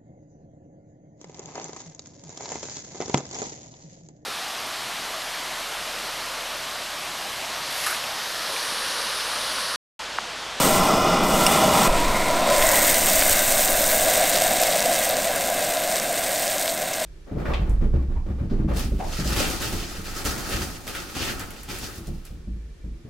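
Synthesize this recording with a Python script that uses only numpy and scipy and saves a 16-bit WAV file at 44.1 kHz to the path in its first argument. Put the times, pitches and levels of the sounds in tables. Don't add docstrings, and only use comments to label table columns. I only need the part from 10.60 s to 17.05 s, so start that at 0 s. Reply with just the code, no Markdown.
import sys
import numpy as np
from scipy import signal
from scipy.fft import rfft, irfft, next_fast_len
from scipy.io import wavfile
from scipy.ndimage import uniform_filter1d

SR = 44100
rng = np.random.default_rng(int(sys.argv[2]) if len(sys.argv) > 2 else 0)


def amplitude_ratio(level_db):
    exponent = np.asarray(level_db, float) / 20
    return 10 ** exponent


def wav_out(sig):
    wavfile.write(sys.argv[1], SR, np.round(np.clip(np.atleast_2d(sig).T, -1, 1) * 32767).astype(np.int16))


N = 284445
CUT_S = 1.278
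ARRIVE_S, CARRY_S = 2.13, 0.46

# time in seconds, level in dB.
TREMOR_LEVEL = [(0.0, -36), (0.22, -31), (0.34, -40), (0.77, -31), (1.02, -46), (1.26, -40), (1.29, -25),
                (1.55, -28), (1.95, -34), (2.04, -25), (2.12, -35), (2.58, -31), (2.9, -32), (3.4, -34),
                (3.55, -44), (3.85, -42), (4.1, -47), (6.45, -55)]
# pitch in Hz, level in dB per Hz.
TREMOR_COLOUR = [(2.4, -35), (4.0, 14), (22, 1), (30, 1), (48, -7), (62, -46), (110, -120)]
# pitch in Hz, level in dB, time to fade by 60 dB in seconds.
JOLT_MODES = [(9, -14, 0.8), (16.8, -18, 0.65), (35.8, -25, 0.87)]
# time in seconds, level in dB.
FINGER_THUMP = [(2.7, -24)]
# pitch in Hz, level in dB, time to fade by 60 dB in seconds.
HOUSING_MODES = [(82.4, -1.5, 0.15)]

# from in seconds, to in seconds, pitch in Hz, width in Hz, level in dB.
SWELLING_BANDS = [
    (0.065, .72, 5170, 520, -38),
    (0.75, 1.3, 3500, 300, -37),
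    (1.76, 2.31, 582, 56, -27.5),
    (0.54, 1.4, 11000, 2300, -42),
    (1.24, 1.5, 2440, 280, -34),
    (1.46, 1.73, 2100, 340, -31.5),
    (1.9, 1.8, 3770, 350, -37),
    (1.91, 2.41, 1970, 380, -28.5),
    (0.75, 1.77, 975, 89, -30.5),
    (1.78, 2.1, 1020, 90, -32),
]

# time in seconds, level in dB.
NEAR_LEVEL = [(0.0, -17), (0.06, -19.5), (0.6, -18), (0.8, -19), (1.27, -17.5)]
# pitch in Hz, level in dB per Hz.
NEAR_ROAR = [(26, -41), (45, -8.5), (102, -12), (189, 0), (504, -7), (775, -5.5), (1370, -8), (1720, -24),
             (1990, -20), (2930, -21), (3820, -30), (5200, -20.5), (6000, -23), (7800, -31), (13200, -120)]
# pitch in Hz, width in Hz, level in dB.
NEAR_POT_HOLLOWS = [(190, 59, -11), (624, 110, 2.5), (781, 70, 2), (1030, 91, -1), (1244, 37, -1),
                    (1360, 40, 1), (2014, 98, -8), (2465, 74, -10.5), (2916, 100, -8.5), (3460, 440, -15)]
# time in seconds, level in dB.
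PAN_FLAME_LEVEL = [(1.28, -25), (1.5, -28.5), (1.8, -22.5), (2.15, -26), (2.7, -25.5), (3.1, -26),
                   (3.6, -23), (4.1, -24.5), (5.6, -27.5), (5.9, -28), (6.15, -30.5), (6.45, -29.5)]
# pitch in Hz, level in dB per Hz.
PAN_HOLLOW_COLOUR = [(240, -36), (400, -34.5), (446, -18), (504, -8), (583, -3), (640, 1), (751, -4),
                     (793, -9), (868, -21), (950, -26), (1240, -53), (2090, -120)]
# pitch in Hz, level in dB per Hz.
LOW_ROAR_COLOUR = [(24, -30), (40, -9), (59, -10), (127, -7.5), (145, -6.5), (179, -3), (291, -2.5),
                   (415, -6), (480, -9.5), (620, -14), (1060, -120)]
# pitch in Hz, level in dB per Hz.
JET_HISS_COLOUR = [(680, -42), (1150, 3.5), (1300, -2), (1630, 9), (1830, -2), (2110, 7), (2430, -10.5),
                   (2630, 2), (3160, -12.5), (3730, 2), (4500, -16), (5850, -19), (9900, -120)]
# pitch in Hz, level in dB per Hz.
POT_HOLLOW_COLOUR = [(480, -10), (820, -10.5), (989, 2.5), (1050, -0.5), (1140, -11.5), (1330, -6),
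                     (1450, -4.5), (1500, -18.5), (1950, -75), (3300, -120)]
ROAR_DB, ROAR_LIFT_DB_PER_S, ROAR_SINK_DB_PER_S = -28.5, 4.5, 1.68
ROAR_CLEAR_S = 2.75
HISS_FAR_DB, HISS_NEAR_DB, HISS_SINK_FROM_S, HISS_SINK_DB_PER_S = -37.5, -30.5, 3.7, 2.5
POT_DB, POT_RECEDE_DB_PER_S, POT_TURN_S, POT_TURN_DB, POT_SINK_DB_PER_S = -26.5, 2, 2.27, 6.5, 2

# time in seconds, level in dB.
TONGS_TAP = [
    (.8653, -8.5),
    (.86564, -8),
    (.867, -15),
    (.8684, -17),
    (.8698, -16),
    (.8711, -13),
    (.8762, -18),
]
# pitch in Hz, level in dB, time to fade by 60 dB in seconds.
RIM_MODES = [(2850, -8, .02), (3500, -16, .012), (4900, -6, .005), (5400, -2, .006), (6500, -12, .005),
             (7700, -12, .022), (8700, -4, .008), (10200, -12, .008)]

# time in seconds, level in dB, shading by hands, pots and distance in dB.
FRY_BEFORE_CUT = [(0.0, -24.5, 1), (0.165, -24.5, 1), (0.2, -26.5, 3.5), (0.45, -33, 3), (0.627, -30.5, 9),
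                  (0.635, -34, 0), (0.88, -25.5, 2), (1.05, -27, 3), (1.28, -24.5, 2.5)]
# time in seconds, level in dB, shading in dB.
FRY_AFTER_CUT = [(1.28, -29, 6.5), (1.4, -26, 7), (1.6, -28, 6), (1.86, -25, 7), (2.05, -26.5, -2),
                 (2.4, -26.5, -2), (3.35, -29, -3.5), (3.55, -27, -0.5), (4.25, -28, 1), (4.7, -31, 0.5),
                 (5.4, -31, 1), (6.1, -33.5, -0.5), (6.45, -35, 2.5)]
# pitch in Hz, level in dB per Hz.
PAN_COLOUR = [(900, -26.5), (1900, 1.5), (2500, -1.5), (3100, -2.5), (3800, -2), (5200, -5.5), (6600, -6.5),
              (7600, -5.5), (8500, -1.5), (9000, -3.5), (9500, -7.5), (10500, -7.5), (13300, 6),
              (16200, 2.5)]
BURSTS_PER_S = 5500
FAR_UNEVEN = 0.74
MIDDLE_DB, TOP_DB, TOP_SHADE = 0.2, -5.5, 1.8
SEETHE_DB, SEETHE_PER_S = 0.84, 4.7

# time in seconds, peak in dB, pitch in Hz, spread in Hz.
BIG_SPITS = [(2.0163, -8, 2300, 600), (2.4106, -3, 7200, 3600), (2.5569, -3, 7100, 1800),
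             (2.6249, -4, 2700, 1700), (2.6801, -3, 9900, 2700), (2.7923, -3, 6400, 3100),
             (3.0773, -3, 7000, 2900), (3.0842, -5, 4700, 1600), (3.1224, -5, 7500, 1400),
             (3.2421, -4, 5800, 3200), (3.279, -4, 9200, 2400), (3.5384, -6, 2700, 1200),
             (3.6956, -6, 10900, 1300), (3.7263, -7, 5300, 2000), (3.7607, -4, 5000, 1700),
             (3.8212, -4, 5900, 2000), (4.2055, -4, 6200, 2000), (4.2265, -3, 6400, 2700),
             (4.3374, -4, 8200, 3900), (4.39, -4, 9700, 4400), (4.4926, -6, 12200, 1800),
             (4.5688, -6, 6900, 2200), (4.7607, -5, 9600, 3900), (5.1717, -8, 4200, 1800),
             (5.3588, -4, 6700, 3000), (5.9824, -7, 6500, 2000), (5.9973, -8, 6900, 3500),
             (6.0791, -6, 3900, 1600), (6.22, -8, 7500, 3000), (6.4021, -12, 7400, 2600)]
# time in seconds, peak in dB, pitch in Hz, spread in Hz.
CLOSE_SPITS = [
    (2.0247, -5.5, 3000, 1000),
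    (2.068, -7, 7800, 500),
    (2.0702, -7, 7900, 694),
    (2.0909, -2, 7300, 1200),
    (2.6236, -8, 1850, 300),
    (4.0184, -9, 13500, 900),
    (4.0356, -3, 5000, 2500),
    (6.0968, -14, 4000, 500),
]
# time in seconds, peak in dB, pitch in Hz.
MIDDLING_SPITS = [(1.388, -12, 2500), (1.9074, -11, 1900), (2.3842, -5, 7900), (2.5936, -6, 7400),
                  (2.7082, -5, 7200), (2.7292, -5, 7200), (3.1046, -6, 12800), (3.1297, -5, 8400),
                  (3.3339, -5, 11300), (3.3817, -5, 11900), (3.4993, -6, 6800), (3.5571, -7, 6100),
                  (3.775, -7, 6600), (3.8385, -6, 6900), (4.0, -7, 6300), (4.0258, -6, 6200),
                  (4.0701, -6, 10200), (4.1263, -7, 3600), (4.4392, -6, 7700), (4.4999, -8, 4300),
                  (4.8618, -9, 8500), (4.9018, -9, 8200), (5.2386, -9, 8900), (5.2764, -9, 7500),
                  (5.3157, -9, 6000), (5.3248, -8, 7700), (5.3673, -9, 8600), (5.3998, -9, 5600),
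                  (5.5285, -8, 8400), (6.0245, -10, 7000)]
SMALL_FROM_S, SMALL_DB, SMALL_SINK_DB_PER_S, SMALL_HZ, SMALL_SPREAD = 2.3, -5, 1.6, 7200, .36
SNAP_HZ, SNAP_SHARE = 12500, .35

CUTOFF_HZ = 15720


def rms_one(x):
    return x / np.sqrt(np.mean(x ** 2) + 1e-20)


def since(start_s):
    return np.maximum(np.arange(N) / SR - start_s, 0)


def in_time(rows):
    s, *columns = np.transpose(rows)
    return [np.interp(np.arange(N) / SR, s, column) for column in columns]


def drift(rate):
    r = np.exp(-80 * np.pi * rate / SR)
    noise = rng.standard_normal(N // 40 + 2002)
    slow = signal.lfilter([1], [1, -2 * r, r * r], noise)[2000:]
    slow = rms_one(slow - slow.mean())
    return np.interp(np.arange(N) / 40, np.arange(len(slow)), slow)


def ring(clicks, hz, t60):
    r = amplitude_ratio(-60 / (t60 * SR))
    w = 2 * np.pi * hz / SR
    return signal.lfilter([np.sin(w)], [1, -2 * r * np.cos(w), r * r], clicks + 1e-18)


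def struck(hits, modes):
    out = np.zeros(N)
    at, hit_db = np.transpose(hits)
    for hz, db, t60 in modes:
        clicks = np.zeros(N)
        clicks[(at * SR).astype(int)] = amplitude_ratio(hit_db + db + rng.normal(0, 1.5, len(at)))
        out += ring(clicks, hz, t60)
    return out


def colour(x, spectrum, peaks=(), peaks_db=0):
    size = next_fast_len(N + SR // 2, True) // 2 * 2
    hz = np.maximum(np.fft.rfftfreq(size, 1 / SR), 1)
    at, level = np.transpose(spectrum)
    power = amplitude_ratio(np.interp(np.log(hz), np.log(at), level, left=-70, right=-70)) ** 2
    for centre_hz, width, db in peaks:
        power = power + amplitude_ratio(db + peaks_db) ** 2 / (1 + (2 * (hz - centre_hz) / width) ** 2) ** 2
    cepstrum = irfft(np.log(power) / 2, size)
    cepstrum[1:size // 2] *= 2
    cepstrum[size // 2 + 1:] = 0
    response = np.exp(rfft(cepstrum))
    return rms_one(irfft(rfft(x, size) * response, size)[:N])


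def flame(level_db, spectrum, flicker_db, peaks=(), peaks_db=0):
    noise = colour(rng.standard_normal(N), spectrum, peaks, peaks_db)
    return amplitude_ratio(level_db + flicker_db * drift(11.0)) * noise


def handling():
    wobble = colour(rng.standard_normal(N), TREMOR_COLOUR)
    wobble = wobble / np.sqrt(uniform_filter1d(wobble ** 2, size=SR // 6) + .1)
    tremor = 1.46 * amplitude_ratio(*in_time(TREMOR_LEVEL)) * wobble
    jolt = struck([(CUT_S, -1.5)], JOLT_MODES)
    return tremor + jolt + struck(FINGER_THUMP, HOUSING_MODES)


def swelling_bands():
    out, s = 0, np.arange(N) / SR
    faint_floor = [(20, -70), (20000, -70)]
    for start, end, centre_hz, width, db in SWELLING_BANDS:
        progress = np.clip((s - start) / (end - start), 0, 1)
        swell = np.sqrt(np.sin(np.pi * progress).clip(0))
        out = out + swell * flame(db, faint_floor, 0.96, [(centre_hz, width, 0)])
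    return out


def near_burner():
    return flame(*in_time(NEAR_LEVEL), NEAR_ROAR, 0.72, NEAR_POT_HOLLOWS, peaks_db=-1.5)


def pot_burner():
    turned = since(POT_TURN_S)
    pot_db = POT_DB - POT_RECEDE_DB_PER_S * (since(CUT_S) - turned)
    pot_db = pot_db - POT_TURN_DB * (turned > 0) - POT_SINK_DB_PER_S * turned
    return flame(pot_db, POT_HOLLOW_COLOUR, 0.59)


def pan_burner():
    hollow = flame(*in_time(PAN_FLAME_LEVEL), PAN_HOLLOW_COLOUR, 0.98)
    clear = since(ROAR_CLEAR_S)
    roar_db = ROAR_DB - ROAR_LIFT_DB_PER_S * (since(CUT_S) - clear) - ROAR_SINK_DB_PER_S * clear
    close = np.clip(since(ARRIVE_S - CARRY_S) / CARRY_S, 0, 1)
    hiss_db = HISS_FAR_DB + (HISS_NEAR_DB - HISS_FAR_DB) * close
    hiss_db = hiss_db - HISS_SINK_DB_PER_S * since(HISS_SINK_FROM_S)
    return hollow + flame(roar_db, LOW_ROAR_COLOUR, 0.16) + flame(hiss_db, JET_HISS_COLOUR, 0.91)


def burners():
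    after = np.arange(N) >= CUT_S * SR
    return np.where(after, pan_burner() + pot_burner(), near_burner()) + swelling_bands()


def tongs():
    return struck(TONGS_TAP, RIM_MODES)


def fat_bursts():
    uneven = np.where(since(ARRIVE_S) > 0, 1, FAR_UNEVEN)
    sizes = amplitude_ratio(4.3 * uneven * np.minimum(rng.exponential(1, N), 4.0)) * rng.choice([-1, 1], N)
    clumps = amplitude_ratio(0.88 * drift(14) + 2.2 * drift(90))
    bursts = sizes * (rng.random(N) < BURSTS_PER_S * clumps / SR)
    pitches = np.geomspace(1500, 17500, num=18)
    dealt = rng.integers(0, 25, N)
    fizz = 1.5 * bursts * (dealt >= len(pitches))
    for k, hz in enumerate(pitches):
        fizz += ring(bursts * (dealt == k), hz, 6.6 / hz) * hz / 9000
    return rms_one(fizz)


def frying():
    crackle = (rng.random(N) < 260 / SR) * amplitude_ratio(rng.uniform(-12, 0, N)) * rng.choice([-1, 1], N)
    crackle = 11 * crackle * np.where(since(ARRIVE_S - CARRY_S) > 0, 1, .4)
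    finest = 0.73 * rng.standard_normal(N)
    fizz = colour(fat_bursts() + crackle + finest, PAN_COLOUR)
    below_6k, below_10k = (signal.sosfiltfilt(signal.butter(3, hz, fs=SR, output="sos"), fizz)
                           for hz in (6000, 10000))
    dull_db, shade_db = np.where(since(CUT_S) > 0, in_time(FRY_AFTER_CUT), in_time(FRY_BEFORE_CUT))
    dull_db = dull_db + SEETHE_DB * drift(SEETHE_PER_S)
    middle_db = dull_db + MIDDLE_DB - shade_db
    top_db = dull_db + TOP_DB - TOP_SHADE * shade_db
    dull = amplitude_ratio(dull_db - 2.22) * rms_one(below_6k)
    middle = amplitude_ratio(middle_db) * rms_one(below_10k - below_6k)
    return dull + middle + amplitude_ratio(top_db) * rms_one(fizz - below_10k)


def small_spits(count=60):
    luck = rng.random((count, 4))
    s = SMALL_FROM_S + luck[:, 0] * (N / SR - SMALL_FROM_S)
    hz = SMALL_HZ * 2 ** (1.5 * (luck[:, 1] - .5))
    db = SMALL_DB - SMALL_SINK_DB_PER_S * (s - SMALL_FROM_S) - 4.0 * luck[:, 2]
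    spread_hz = hz * SMALL_SPREAD * (.4 + 1.2 * luck[:, 3])
    middling = [(s, db, hz, hz * SMALL_SPREAD) for s, db, hz in MIDDLING_SPITS]
    return list(zip(s, db, hz, spread_hz)) + middling


def spits():
    out, t = np.zeros(N + 400), np.arange(400) / SR
    for s, db, hz, spread_hz in list(BIG_SPITS) + list(CLOSE_SPITS) + small_spits():
        rise = 1 / (2 * np.pi * (.85 * spread_hz + 250))
        after_peak = t - rise
        drop = t / rise * np.exp(1 - t / rise) * np.cos(2 * np.pi * hz * after_peak)
        snap = np.exp(-(after_peak * SNAP_HZ) ** 2) * np.cos(2 * np.pi * SNAP_HZ * after_peak)
        drop += SNAP_SHARE * min(hz / SMALL_HZ, 1) ** 2 * snap
        drop[:40] -= drop.sum() * np.hanning(40) / np.hanning(40).sum()
        start = round((s - rise) * SR)
        out[start:start + 400] -= amplitude_ratio(db - .5) * drop
    return out[:N]


def scene():
    mono = handling() + burners() + tongs() + frying() + spits()
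    return np.array([mono, mono])


def band_limit(x):
    return signal.sosfilt(signal.butter(12, 17020, fs=SR, output="sos"), x)


def record(dry):
    rounded = 1.3 * np.tanh(dry / 1.3)
    top_cut = signal.ellip(12, .3, 80, CUTOFF_HZ, fs=SR, output="sos")
    return band_limit(signal.sosfilt(top_cut, rounded))


dry = scene()
out = record(dry)
wav_out(out)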